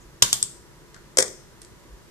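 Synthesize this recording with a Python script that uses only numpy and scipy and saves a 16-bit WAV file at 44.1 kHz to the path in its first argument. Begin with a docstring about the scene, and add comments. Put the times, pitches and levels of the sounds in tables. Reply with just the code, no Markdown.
"""Prying off a laptop key

A keycap's clips let go in three sharp snaps, close to a handheld stereo recorder. The cap is dropped
to the left and clatters to rest on a hard surface, and fingertips tick on the next key. A small, hard
room rings after each click, over quiet hiss and hum. The loudest peaks overload the recorder."""
import sys
import numpy as np
from scipy import signal
from scipy.fft import rfft, irfft
from scipy.io import wavfile
from scipy.ndimage import uniform_filter1d

SR = 44100
rng = np.random.default_rng(int(sys.argv[2]) if len(sys.argv) > 2 else 0)


def materialize(psi):
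    """Save the field psi as 16-bit PCM at rate SR to the path in sys.argv[1].

    A 1-D psi becomes a single channel; in a 2-D psi each row is a channel.
    """
    bounded = np.clip(np.atleast_2d(psi).T, -1, 1)
    quanta = np.round(bounded * 32767).astype(np.int16)
    wavfile.write(sys.argv[1], SR, quanta)


N = 92610
T = np.arange(N) / SR
FREQS = np.maximum(np.arange(N // 2 + 1) * SR / N, 1)
SIDES = np.array([[1], [-1]])  # left, right; a pan above 0 dB is louder on the left
SPREAD = np.minimum(FREQS / 2000, 1)  # the lower the pitch, the more alike the two microphones
CLICK_ATTACK_S = .00034


def amp(db):
    """Turn decibels into a number to multiply by."""
    return 10 ** (np.asarray(db) / 20)


def curve(points):
    """Join (frequency, value) points into a line across all pitches."""
    hz, values = np.array(points, float).T
    return np.interp(np.log(FREQS), np.log(hz), values)


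def bell(hz, width, steepness=2):
    """A bump of height 1 around one pitch."""
    return 1 / (1 + (2 * (FREQS - hz) / width) ** steepness)


def fade(t60, start=0):
    """Die away from the start time on; t60 is the time it takes to drop 60 dB."""
    return (T >= start) * np.exp(-np.log(1000) * np.maximum(T - start, 0) / t60)


def delay(seconds):
    """Multiply a spectrum (a sound laid out by pitch) by this to make it come later."""
    return np.exp(-2j * np.pi * FREQS * seconds)


def unit(x):
    """Scale each channel to an energy of 1."""
    return x / np.sqrt(np.sum(x ** 2, axis=-1, keepdims=True))


def colour_filter(db):
    """A filter with these levels that rings only after a hit, never before."""
    forward_only = np.r_[1, np.full(N // 2 - 1, 2), np.zeros(N - N // 2)]
    return np.exp(rfft(irfft(np.log(amp(db)), N) * forward_only))


def tone(bass_db=0, middle_db=0, top_db=0):
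    """Tone knobs that leave the 7 kHz heart of a click alone."""
    return curve([(500, bass_db), (2200, middle_db), (6500, 0), (8500, 0), (12000, top_db)])


def narrow_noise(hz, width):
    """Noise around one pitch, with an average power of 1."""
    spectrum = rfft(rng.standard_normal(N)) * bell(hz, width) ** 2
    return unit(irfft(spectrum, N)) * np.sqrt(N)


def crack(start, db, attack, t60, pan_db=0, left_lag_ms=0):
    """Spectrum of one contact: a split second of chatter, as both microphones hear it."""
    noise = rfft(rng.standard_normal((3, N)) * fade(t60) * (1 - np.exp(-T / attack)))
    burst = noise[0] + 1.2 * SPREAD * noise[1:]
    burst /= np.sqrt(uniform_filter1d(np.abs(burst) ** 2, size=1400, axis=-1))  # even out the pitches
    burst = rfft(irfft(burst, N) * (T < 2 * t60))  # keep it short
    return 10 * burst * amp(db + SIDES * pan_db / 2) * delay(start + SIDES * left_lag_ms / 2000)


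# colour of the hiss: f/Hz, relative level/dB
HISS_COLOUR = [(15, -36.5), (25, -4.5), (54, -1.5), (81, -12), (130, -4.5), (240, -13), (358, -12.5),
               (388, -9.5), (563, -16.5), (755, -22), (985, -18.5), (1070, -19.5), (2020, -21.5),
               (2310, -27), (4150, -27.5), (6880, -28), (14500, -37)]
# how alike its left and right are: f/Hz, likeness/0-1
HISS_LIKENESS = [(100, 0.4), (400, 0.4), (1200, .55), (3000, .2), (10000, 0)]
def hiss(level_db=-50, left_lead_s=.000116):
    """Steady hiss, wide in the treble, that reaches the left side first."""
    middle, side = rfft(rng.standard_normal((2, N))) * amp(curve(HISS_COLOUR))
    alike = curve(HISS_LIKENESS)
    stereo = middle * np.sqrt(1 + alike) + SIDES * side * np.sqrt(1 - alike)
    noise = irfft(stereo * delay(-SIDES * left_lead_s / 2), N)
    return amp(level_db) * unit(noise) * np.sqrt(N)


# the room's hum: f/Hz, width/Hz, level/dB
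HUM_BANDS = [(143, 30, -73), (347.3, 45, -62.5), (977, 35, -68.5)]
def hum():
    """A low, wavering hum made of narrow bands of noise."""
    return sum(amp(db) * narrow_noise(hz, width) for hz, width, db in HUM_BANDS)


# how the room rings on: f/Hz, t60/s, relative level/dB
ROOM_BANDS = [(125, .4, 12), (500, .33, 7.5), (1200, 0.24, 9.5), (2500, .42, 0), (4060, 0.34, 1.5),
              (5500, 0.62, -5.5), (7200, 0.36, 1), (9400, 0.42, -3.5), (11700, 0.444, 0.5), (15000, .38, 6)]
def room(gap_s=.0047, early_t60_s=.099, early_db=-5.5):
    """Spectrum of the room's echo: quick returns from nearby things, and a longer, blurred tail."""
    middle, side = rfft(rng.standard_normal((2, N)))
    noise = (middle + SIDES * SPREAD * side) / np.hypot(1, SPREAD)
    tail = 0
    for hz, t60, db in ROOM_BANDS:
        band = curve([(other_hz, other_hz == hz) for other_hz, *_ in ROOM_BANDS])
        tail += amp(db) * irfft(noise * band, N) * fade(t60, gap_s)
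    early = irfft(noise, N)[:, ::-1] * fade(early_t60_s, gap_s)  # reversed noise, unlike the tail's
    return rfft(unit(tail) + amp(early_db) * unit(early))


# hand movements: t/s, length/s, f/Hz, width/Hz, level/dB
HAND_RUBS = [(.025, .04, 6800, 2500, -59), (.08, .18, 42, 25, -52), (.44, .05, 210, 120, -52),
             (1.86, .05, 300, 200, -53), (1.93, .08, 50, 20, -51)]
def rubs():
    """The moving hand rubs softly: each swish swells and fades."""
    return sum(amp(db) * narrow_noise(hz, width) * np.exp(-(2 * (T - peak) / length) ** 2)
               for peak, length, hz, width, db in HAND_RUBS)


# colour of a plastic click, for ticks and snaps alike: f/Hz, level/dB
CLICK_COLOUR = [(60, -19), (200, -21), (600, -15), (1200, -12), (2200, -11.5), (3500, -6), (4700, -1),
                (6000, -2.5), (7500, -3.5), (10000, -7), (12500, -20), (15000, -25.5)]
# light touches: t/s, level/dB, ring f/Hz, ring/dB, top/dB, t60/s, pan/dB
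FINGER_TOUCHES = [(0.2211, -18.5, 4260, 12, -11, .01, -1), (0.4261, -34.5, 8600, 10, 2, 0.005, -1.5),
                  (0.9438, -35, 1600, 20, -17.5, .02, 5), (0.9631, -42, 1600, 27, -15, .025, -0.5),
                  (1.6173, -33.5, 8600, 14, 4.5, 0.013, -2.5), (1.630, -37.5, 4400, -23, -8, 0.01665, 1.5),
                  (1.6481, -37, 8030, 9, -3, 0.0084, 1.5)]
def ticks(echo, ring_width_hz=900, room_db=-3.5):
    """Fingertips touch the plastic, which ticks and creaks faintly."""
    out = 0
    for start, db, hz, ring_db, top_db, t60, pan_db in FINGER_TOUCHES:
        colour = curve(CLICK_COLOUR) + tone(top_db=top_db) + ring_db * bell(hz, ring_width_hz)
        out += crack(start, db, CLICK_ATTACK_S, t60, pan_db) * colour_filter(colour)
    return irfft(out * (1 + amp(room_db) * echo), N)


# colour of a bounce: f/Hz, level/dB
BOUNCE_COLOUR = [(80, -28.5), (220, -14.5), (380, 4.5), (580, 1.5), (800, -10.5), (1300, -8.5),
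                 (2050, -5.5), (2500, -12.5), (2800, -27.5), (3250, -7.5), (4100, -13), (5300, -2),
                 (7000, -1.5), (8600, -1.5), (9800, -14), (15000, -30.5)]
# notes of the cap and the surface it hits: f/Hz, level/dB (for a 0 dB bounce), t60/s
LANDING_NOTES = [(366, -42, .25), (430, -39, .12), (493, -38, .13), (592, -38, .12), (1921, -40, .09),
                 (4754, -38, .09), (5323, -35, .12), (6741, -33, .11), (6935, -37, .1), (8475, -28, .06),
                 (8550, -24, .105)]
# the cap's landings: t/s, level/dB, knock/dB, t60/s, pan/dB
CAP_BOUNCES = [(1.1717, -4, 1, .012, 5.5), (1.1820, -8.5, -2.5, .016, 4.5), (1.1844, -15.5, -5.5, .01, 10),
               (1.1856, 4.5, -1, .016, 4), (1.1944, -8.5, -2, .02, 3), (1.2013, -9.5, -2, .016, 4.5),
               (1.202, -16, -4.5, .011, 5.5), (1.2059, -7, -3.5, .011, 7.5), (1.2204, -17, -3, .015, 4.5),
               (1.2244, -5.5, -4.5, .017, 6), (1.2795, -22.5, -5, .01, -1)]
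def bounces(echo, attack_s=.0005, ring_left_lead_s=.000156, room_db=-9.5):
    """The loose cap clatters down; every bounce clicks and rings the same notes."""
    notes = np.array([amp(db) * rfft(fade(t60) * np.sin(2 * np.pi * hz * T))
                      for hz, db, t60 in LANDING_NOTES])
    pan_share = 1 - 1.2 * bell(450, 900)  # the low knock stays near the middle
    out = 0
    for start, db, knock_db, t60, pan_db in CAP_BOUNCES:
        flips = rng.choice([-1, 1], len(notes))  # each note starts upward or downward
        ring = flips @ notes * amp(db) * delay(start - SIDES * ring_left_lead_s / 2)
        click = crack(start, db, attack_s, t60, left_lag_ms=-.17)
        click *= colour_filter(curve(BOUNCE_COLOUR) + tone(bass_db=knock_db))
        out += (click + ring) * amp(SIDES * pan_db / 2 * pan_share)
    return irfft(out * (1 + amp(room_db) * echo), N)


# low notes of the laptop's body: f/Hz, level/dB, t60/s
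BODY_NOTES = [(125, -27, .13), (215, -40.5, .12), (289, -42, .12), (385, -38.5, 0.16), (590, -39, .08)]
def thump(snap_time, snap_change_db, delay_s=.0024, follow=.84):
    """The laptop springs back after a snap; a weaker snap gives a softer thump."""
    start = snap_time + delay_s
    ring = sum(amp(db) * fade(t60, start) * np.sin(2 * np.pi * hz * (T - start))
               for hz, db, t60 in BODY_NOTES)
    return amp(follow * snap_change_db) * ring


# pitches the keyboard rings at: f/Hz, width/Hz, boost/dB
KEYBOARD_RINGS = [(809, 196, 0), (1112, 170, 6), (1620, 240, 5), (2140, 175, 2.5), (2570, 200, 2.5),
                  (3270, 600, 9), (5830, 414, 0.5), (6950, 610, -1)]
# echoes off the screen and desk: delay/s, level/dB
NEAR_ECHOES = [(.0027, -13), (.0092, -21.5)]
# clips letting go: t/s, level/dB, bass/dB, middle/dB, top/dB, t60/s,
# ring f/Hz, ring width/Hz, ring/dB, pan/dB, left lag/ms, room/dB
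CLIP_SNAPS = [(.2230, 10, 1.5, -2, 2, .013, 6800, 2340, 3.5, 0.5, 0.14, -10),
              (.3287, -1, -4.5, -5.5, 6.5, 0.012, 7750, 2500, 4.5, 1.5, 0.13, -5.5),
              (0.4274, -6, -17, -9.5, -4, 0.0044, 8210, 2000, 12, 3, 0.1, -8)]
def snaps(echo):
    """Each clip cracks free, rings the keyboard and jolts the laptop; screen, desk and room echo it."""
    keyboard = curve(CLICK_COLOUR) + sum(db * bell(hz, width) for hz, width, db in KEYBOARD_RINGS)
    near = sum(amp(db) * delay(seconds) for seconds, db in NEAR_ECHOES)
    first_db = CLIP_SNAPS[0][1]
    out = 0
    for start, db, bass, middle, top, t60, hz, width, ring_db, pan_db, lag_ms, room_db in CLIP_SNAPS:
        colour = keyboard + tone(bass, middle, top) + ring_db * bell(hz, width, steepness=8)
        direct = crack(start, db, CLICK_ATTACK_S, t60, pan_db, lag_ms) * colour_filter(colour)
        out += irfft(direct * (1 + near + amp(room_db) * echo), N)
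        out += thump(start, db - first_db)
    return out


def scene():
    """All the sounds together in one room."""
    echo = room()
    return snaps(echo) + bounces(echo) + ticks(echo) + rubs() + hiss() + hum()


def record(dry, clip_db=-2.5, top_hz=14500):
    """The recorder flattens the loudest peaks and cuts the highest treble."""
    clipped = np.clip(dry, -amp(clip_db), amp(clip_db))
    treble_cut = signal.ellip(8, .2, 70, top_hz, fs=SR, output="sos")
    return np.clip(signal.sosfilt(treble_cut, clipped), -1, 1)


dry = scene()
out = record(dry)
materialize(out)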